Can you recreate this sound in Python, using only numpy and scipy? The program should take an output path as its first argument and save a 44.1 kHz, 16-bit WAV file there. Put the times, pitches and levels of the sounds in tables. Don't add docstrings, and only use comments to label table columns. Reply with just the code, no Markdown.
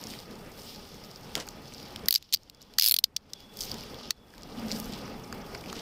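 import sys
import numpy as np
from scipy import signal
from scipy.io import wavfile
from scipy.ndimage import uniform_filter1d, minimum_filter1d

SR = 44100
rng = np.random.default_rng(int(sys.argv[2]) if len(sys.argv) > 2 else 0)


def level_to_linear(level):
    exponent = np.asarray(level, float) / 20
    return 10 ** exponent


def put_to_file(sound):
    columns = np.atleast_2d(sound).T
    safe = np.clip(columns, -1, 1)
    whole_steps = np.round(safe * 32767)
    wavfile.write(sys.argv[1], SR, whole_steps.astype(np.int16))


N = 256431
NOW = np.arange(N) / SR

# f/Hz, level/dB, t60/s
STEEL_MID = [(3620, -16.5, 0.014), (3920, -23, 0.0017), (4400, -6.5, 0.011), (5320, -1.5, .006),
             (6180, 2.5, 0.0023), (7400, -12, 0.0068)]
STEEL_TOP = [(9400, -1.5, 0.0019), (11900, -3.5, 0.0092), (11550, -1, 0.0012), (11830, -24.5, .025),
             (13200, -9, 0.0017), (15000, -3.5, 0.0013), (15260, -3, 0.0045)]
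# start t/s, end t/s, rms level/dB
SLIDES = [
    (2.117, 2.184, -45),
    (2.333, 2.347, -25.5),
    (2.806, 2.905, -37.5),
]


def rms_one(x):
    return x / np.sqrt(np.mean(x ** 2) + 1e-20)


def in_time(rows):
    s, *columns = np.transpose(rows)
    return [np.interp(NOW, s, c) for c in columns]


def passages(rows, fade):
    on = sum(level_to_linear(level_db) * (NOW > start) * (NOW < end) for start, end, level_db in rows)
    return uniform_filter1d(on, size=fade)


def band_pass(x, order, low_hz, high_hz):
    return signal.sosfilt(signal.butter(order, [low_hz, high_hz], "band", fs=SR, output="sos"), x)


def small_source(x, hz):
    return signal.sosfilt(signal.butter(3, hz, "high", fs=SR, output="sos"), x)


def add(out, s, sound, peak_db):
    i = round(s * SR)
    out[i:i + len(sound)] += (level_to_linear(peak_db) * sound / np.abs(sound).max())[:N - i]


def drift(rate):
    r = np.exp(-80 * np.pi * rate / SR)
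    chance = rng.standard_normal(N // 40 + 2002)
    slow = signal.lfilter([1], [1, -2 * r, r * r], chance)[2000:]
    return np.interp(np.arange(N) / 40, np.arange(len(slow)), rms_one(slow))


def narrow_noise(hz, width_hz):
    r, w = np.exp(-np.pi * width_hz / SR), 2 * np.pi * hz / SR
    poles = [1, -2 * r * np.cos(w), r * r]
    once = signal.lfilter([1, 0, -1], poles, rng.standard_normal(N))
    return rms_one(signal.lfilter([1, 0, -1], poles, once))


def banded_noise(spectrum, patchy_db, source):
    hz, level_db = np.transpose(spectrum)
    edges = hz[0] * 2 ** np.arange(0, np.log2(hz[-1] / hz[0]) + .01, 1 / 3)
    out, together = 0, drift(4.95)
    for k, (low, high) in enumerate(zip(edges, edges[1:])):
        band = band_pass(source[k % 2], 2, low, high)
        centre_db = np.interp(np.log(low * high) / 2, np.log(hz), level_db)
        flicker_db = patchy_db * (1.15 * together + drift(23.0))
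        out = out + level_to_linear(centre_db + flicker_db) * band
    return rms_one(out)


def fibres(per_s, spread_db, share):
    born = rng.random(N) < per_s * level_to_linear(4.0 * drift(15.0)) / SR
    sizes = born * level_to_linear(spread_db * np.minimum(rng.exponential(1, N), 3))
    decay = np.exp(-1 / (.0013 * SR))
    crackle = signal.lfilter([1], [1, -decay], sizes) * rng.standard_normal((2, N))
    return rng.standard_normal((2, N)) + share * rms_one(crackle)


def modes(table, t):
    spread_db, detune = 2.0, .015
    hz, level_db, t60 = np.transpose(table)[:, :, None]
    luck = rng.standard_normal((2, len(table), 1))
    fall_db = level_db + spread_db * luck[0] - 60 * t / t60
    return (level_to_linear(fall_db) * np.sin(2 * np.pi * hz * (1 + detune * luck[1]) * t)).sum(0)


def rattle(t, ms, lead_db, strike):
    since = t - .002
    swell = level_to_linear(lead_db) * np.exp(np.minimum(since, 0) / .0012)
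    swarm = np.exp(-(np.maximum(since, 0) / (np.clip(ms, .3, 6) / 1000)) ** 1.5)
    hits = rng.standard_normal(len(t)) * np.where(since < 0, swell, swarm)
    hits[np.argmax(since >= 0)] = strike
    return hits


def ticks(table, top_db):
    out, t = np.zeros(N), np.arange(800) / SR
    for s, peak_db, hz in table:
        own = [(hz, 0, .005), (hz * .7, -6, .004), (hz * 1.17, -6, .004),
               (2500, -9, .003), (4750, -4, .005), (6800, -12, .003)]
        body = modes(own, t) + level_to_linear(top_db) * modes(STEEL_TOP, t)
        touch = signal.fftconvolve(rattle(t, 1.6, -25, 3.5), body)[:len(t)]
        add(out, s - .0015, small_source(touch, hz * 0.84), peak_db - 4.5)
    return out


def traffic():
    # f/Hz, density level/dB
    spectrum = [(12, -48.5), (20, -2.5), (103, -5.5), (223, 0), (339, -8), (418, -4), (585, -10),
                (818, -11), (947, -14.5), (1240, -16), (1810, -21), (2060, -19), (3000, -25), (3900, -72),
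                (6600, -120)]
    # t/s, level/dB
    strength = [(0, -45.5), (0.7, -47.5), (1.6, -46.5), (3.6, -47), (4.0, -44), (4.98, -42.5), (5.34, -44),
                (5.81, -42.5)]
    # f/Hz, width/Hz, level/dB relative to the traffic
    whine_bands = [(834, 60, -17), (1239, 96, -18.5), (2683, 27, -27), (3423, 84, -23.5)]
    hum = banded_noise(spectrum, 1.52, rng.standard_normal((2, N)))
    whines = sum(level_to_linear(db + 1.0 * drift(2.3)) * narrow_noise(hz, width_hz) for hz, width_hz, db in whine_bands)
    return level_to_linear(in_time(strength)[0]) * (hum + whines)


def drone():
    # t/s, level/dB
    boom = [(4.3, -85), (4.55, -46), (4.75, -40.5), (5.0, -46.5), (5.2, -50.5), (5.5, -76), (5.81, -63)]
    return (NOW > boom[0][0]) * level_to_linear(in_time(boom)[0]) * narrow_noise(222, 63)


def whistle():
    # start t/s, end t/s, rms level/dB
    calls = [
        (2.526, 2.76, -72),
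        (3.33, 3.62, -61.5),
        (4.13, 4.33, -71),
    ]
    return passages(calls, 2000) * narrow_noise(3415, 120)


def bird():
    # start t/s, peak level/dB
    chips = [(5.049, -44.5), (5.231, -45.5), (5.409, -48), (5.570, -45), (5.746, -44)]
    from_hz, to_hz, length_s = 7700, 4700, .015
    out, part = np.zeros(N), np.linspace(0, 1, int(length_s * SR))
    hz = to_hz + (from_hz - to_hz) * (1 - part) ** 1.2
    note = np.sin(2 * np.pi * np.cumsum(hz) / SR) * np.sin(np.pi * part ** 2.0)
    for s, peak_db in chips:
        add(out, s, note, peak_db)
    return out


def shivers():
    # centre t/s, half length t/s, added level/dB
    lifts = [
        (.1, 0.057, 3.5),
        (3.622, 0.06, 12),
        (4.773, 0.1, 9),
    ]
    return sum(db * np.exp(-((NOW - s) / half) ** 2) for s, half, db in lifts)


def cloth():
    # t/s, level/dB
    movement = [(0.0, -48), (0.16, -47), (0.29, -57.5), (0.52, -56.5), (0.7, -47.5), (0.94, -55),
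                (2.08, -55.5), (2.2, -38), (2.45, -49.5), (3.1, -61.5), (3.38, -49.5), (3.5, -57),
                (3.61, -45.5), (3.92, -54), (4.45, -54), (4.74, -49), (4.99, -51), (5.3, -57.5),
                (5.81, -48)]
    # f/Hz, density level/dB
    rustle_bands = [(880, -42), (1500, -22), (2420, 8.5), (2670, -34), (2900, 16.5), (3320, -0.5),
                    (3720, 3), (5020, 9), (5610, -1), (9000, -35), (11700, -34), (19800, -120)]
    # f/Hz, density level/dB
    hiss_bands = [(3820, -20), (6500, -13), (9520, -4), (10300, -7.5), (12200, -24.5), (15000, 10.5),
                  (16200, -13), (16500, -32)]
    move_db, rub = in_time(movement)[0], fibres(300, 4.5, 0.62)
    rustle = level_to_linear(move_db) * banded_noise(rustle_bands, 1.6, rub)
    hiss_db = -61 + 0.63 * (move_db - move_db.mean()) + shivers()
    return rustle + level_to_linear(hiss_db) * banded_noise(hiss_bands, 1.4, rub)


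def drags():
    # start t/s, end t/s, rms level/dB
    strokes = [
        (.08, .17, -56),
        (4.9, 5.02, -51.5),
        (5.682, 5.703, -45.5),
        (5.752, 5.808, -46.5),
    ]
    grain = band_pass(fibres(400, 3.5, 1.8)[0], 2, 2400, 5300)
    return passages(strokes, 400) * rms_one(grain)


def bump():
    # t/s, thud level/dB, scuff level/dB
    brush = [(1.356, -34, -88), (1.362, -46, -21), (1.373, -32.5, -49), (1.406, -44.5, -25.5),
             (1.43, -49, -41)]
    before, after = (brush[0][0] - .002, -90, -90), (brush[-1][0] + 0.064, -90, -90)
    thud_db, scuff_db = in_time([before] + brush + [after])
    thud = band_pass(rng.standard_normal(N), 1, 150, 620)
    scuff = band_pass(fibres(300, 2.3, 0.48)[0], 2, 1800, 6800)
    return level_to_linear(thud_db) * rms_one(thud) + level_to_linear(scuff_db - 13) * rms_one(scuff)


def beads():
    # t/s, peak level/dB, centre f/Hz
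    touches = [(0.0384, -20.5, 5560), (0.0697, -21.5, 5400), (0.1013, -27, 5200), (0.1358, -27, 2160),
               (0.189, -25.5, 4300), (0.3552, -36, 4520), (0.6175, -30.5, 4900), (0.6529, -39, 5390),
               (0.7595, -30, 5060), (0.943, -34, 5540), (1.0385, -33, 4700), (1.046, -32, 5500),
               (1.054, -36, 5500), (1.1126, -29.5, 4220), (1.1591, -25.5, 4850), (1.3528, -7.5, 2960),
               (1.3773, -24, 2940), (1.4002, -22.5, 5100), (1.4871, -20.5, 4700), (1.68, -37, 5300),
               (1.7225, -34, 2700), (1.737, -31, 5930), (1.7459, -28, 4560), (1.781, -32, 4500),
               (1.8, -31, 4280), (1.8282, -30.5, 4900), (1.96, -16.5, 3120), (1.9934, -34, 3210),
               (1.476, -28.5, 1500), (2.058, -24.5, 5060)]
    return ticks(touches, -19)


def key_ring():
    # t/s, peak level/dB, centre f/Hz
    glints = [(.012, -27, 5200), (.027, -35, 5000), (.89, -38, 6000), (1.21, -37, 6000), (1.468, -32, 6500),
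              (1.507, -36, 6000), (1.883, -36, 5000), (3.5392, -39, 6000), (3.5707, -24, 6000),
              (4.596, -30, 5200), (4.787, -27, 5310), (4.7994, -16.5, 5230), (4.8425, -29, 6000),
              (4.8565, -29, 6000)]
    return ticks(glints, -3)


def chain():
    # t/s, peak level/dB, centre f/Hz
    links = [(2.225, -28, 4130), (2.3596, -25, 4460), (2.3712, -30, 4550), (2.4325, -39, 5470),
             (2.4975, -26, 4370), (2.547, -38, 5100), (2.617, -31.5, 5330), (2.626, -32, 5300),
             (2.7372, -33.5, 3740), (3.4036, -37, 4700), (3.5895, -20.5, 4930), (3.6065, -16, 5140),
             (3.6114, -15, 5050), (3.619, -19, 5000), (3.6287, -23, 5300), (3.6354, -20, 4850),
             (3.6525, -25, 5340), (3.696, -23, 5040), (3.7153, -15, 4900), (3.742, -23.5, 5220),
             (3.7832, -28, 5100), (3.808, -27, 4900), (3.8356, -31, 2900), (3.9434, -29, 3300),
             (3.987, -31, 4800), (4.0103, -31, 1060), (4.0756, -32, 4450)]
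    return ticks(links, -14)


def buckles():
    # t/s, peak level/dB, centre f/Hz
    taps = [(4.3378, -37, 1690), (4.38, -32, 4360), (4.4208, -35, 4930), (4.4322, -28, 4680),
            (4.596, -40, 1210), (4.683, -28, 5100), (4.706, -23.5, 2120), (4.7152, -13.5, 4430),
            (4.7212, -16.5, 4940), (4.73, -26, 4400), (4.7606, -23.5, 5000), (4.926, -28, 4400),
            (4.935, -27, 4400), (5.0781, -29.5, 1200), (5.326, -20, 1300), (5.5474, -22.5, 950),
            (5.5496, -23, 2030), (5.6388, -30, 2460), (5.6593, -28, 2614), (5.7273, -26, 5400),
            (5.728, -21.5, 1300)]
    return ticks(taps, -23)


def slides():
    t = np.arange(600) / SR
    ring = modes(STEEL_MID, t) + level_to_linear(-3.0) * modes(STEEL_TOP, t)
    rub = signal.fftconvolve(rng.standard_normal(N), ring)[:N]
    return small_source(passages(SLIDES, 200) * rms_one(rub), 2400)


def ratchet():
    # t/s, peak level/dB, brightness level/dB, main ring f/Hz
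    first_swing = [(2.0848, 1, 0, 4700), (2.1082, -3.5, 1.5, 4640), (2.126, -5, 2.5, 4640),
                   (2.141, -7.5, -0.5, 4470), (2.1513, -7, -10, 5020), (2.1586, -5.5, -12, 4620)]
    rebound = [(2.3262, -13.5, -28, 4730), (2.333, -13, -6.5, 4220), (2.338, -10, -6, 4570),
               (2.3399, -4.5, 2, 4870), (2.346, -7.5, -10.5, 4640)]
    second_swing = [(2.7841, -16, -22.5, 4850), (2.7858, -1, -4, 4830), (2.7968, -2, -4, 4880),
                    (2.8118, -10, -11, 4960), (2.8227, -2.5, -2.5, 4920), (2.8337, -7, -4, 4900),
                    (2.8423, -3, 2, 4980), (2.8515, -6.5, 1, 4820), (2.8617, -2, 1.5, 4970),
                    (2.8694, -6, 5, 4520), (2.8768, -6.5, -4.5, 4930), (2.885, -3, 9, 4290),
                    (2.8951, -5.5, 1.5, 4870), (2.9116, -1.5, 1.5, 4310), (2.9206, -3.5, 7.5, 4370),
                    (2.9417, -1, 3.5, 4790), (2.9648, -7, -4.5, 4680), (2.9878, -5, -1.5, 4200),
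                    (3.0404, -2.5, -11, 4840), (3.1650, -11, -16, 4800), (3.3343, -20, -17, 4840)]
    lock = [
        (4.1061, -17, -24, 4445),
        (4.1077, -6, -12, 4445),
    ]
    # f/Hz, level/dB, t60/s
    steel_low = [(694, 1.5, 0.0014), (1750, -34, 0.0066), (2020, 0.5, 0.015), (2700, 9.5, 0.0064)]
    out, t, before = np.zeros(N), np.arange(2000) / SR, 0
    for s, peak_db, top_db, hz in first_swing + rebound + second_swing + lock:
        low_db = -10 - 14 * np.exp(-((s - before) / .17) ** 2)
        tail = level_to_linear(-21) * rng.standard_normal(len(t)) * level_to_linear(-60 * t / 0.047) * (t > .002)
        rebounds_ms = .5 if s >= lock[0][0] else 2.3
        blows = rattle(t, rebounds_ms, -15, 7.9) + tail
        mid, top, low = (rms_one(signal.fftconvolve(blows, modes(group, t))[:len(t)])
                         for group in (STEEL_MID + [(hz, 7, .008)], STEEL_TOP, steel_low))
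        snap = small_source(mid + level_to_linear(top_db) * top, 2800) + level_to_linear(low_db) * small_source(low, 1100)
        add(out, s - .002, snap, min(peak_db, 0))
        if peak_db > -14:
            before = s
    return out


def gain_control():
    # t/s, depth level/dB
    ducks = [(2.086, 15), (2.16, 24.5), (2.341, 20.5), (2.498, 17.5), (2.787, 30.5), (3.041, 22.5),
             (3.165, 13), (3.335, 9.5), (4.108, 17.5)]
    hold_s, recover_db_per_s, run_duck_db, fall_s = 0.023, 38, 9, .006
    s, depth_db = np.transpose(ducks)[:, :, None]
    recovered_db = recover_db_per_s * np.maximum(NOW - s - hold_s, 0)
    down = (NOW > s) * (depth_db - recovered_db)
    running = sum((NOW > start) * (NOW < end) for start, end, _ in SLIDES[::2])
    return -uniform_filter1d(np.maximum(down.max(0), 0) + run_duck_db * running, size=int(fall_s * SR))


def scene():
    background = level_to_linear(gain_control()) * (traffic() + cloth())
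    far = drone() + whistle() + bird()
    near = drags() + bump() + beads() + key_ring() + chain() + buckles()
    return (background + far + near + slides() + ratchet())[None]


def thin_low_middle(x):
    # start t/s, end t/s
    runs = [
        (2.132, 2.176),
        (2.806, 2.903),
    ]
    # lower f/Hz, upper f/Hz
    band_hz = [180, 900]
    busy = uniform_filter1d(sum(1. * (NOW > start) * (NOW < end) for start, end in runs), size=200)
    low_middle = signal.sosfiltfilt(signal.butter(4, band_hz, "band", fs=SR, output="sos"), x)
    return x - .9 * busy * low_middle


def top_cut(x):
    return signal.sosfilt(signal.butter(12, 17030, fs=SR, output="sos"), x)


def record(dry):
    rumble = band_pass(rng.standard_normal(N), 1, 16, 130)
    self_noise = level_to_linear(-85) * rng.standard_normal(N)
    wet = np.tanh(dry + level_to_linear(-62.5) * rms_one(rumble) + self_noise)
    wide, below = (signal.sosfiltfilt(signal.cheby2(10, 40, hz, fs=SR, output="sos"), wet)
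                   for hz in (16900, 16250))
    peak = -minimum_filter1d(-np.abs(wet), size=300)
    loud = peak > level_to_linear(-22)
    kept = below + level_to_linear(-13.5) * loud * (wide - below)
    return top_cut(thin_low_middle(kept))


dry = scene()
out = record(dry)
put_to_file(out)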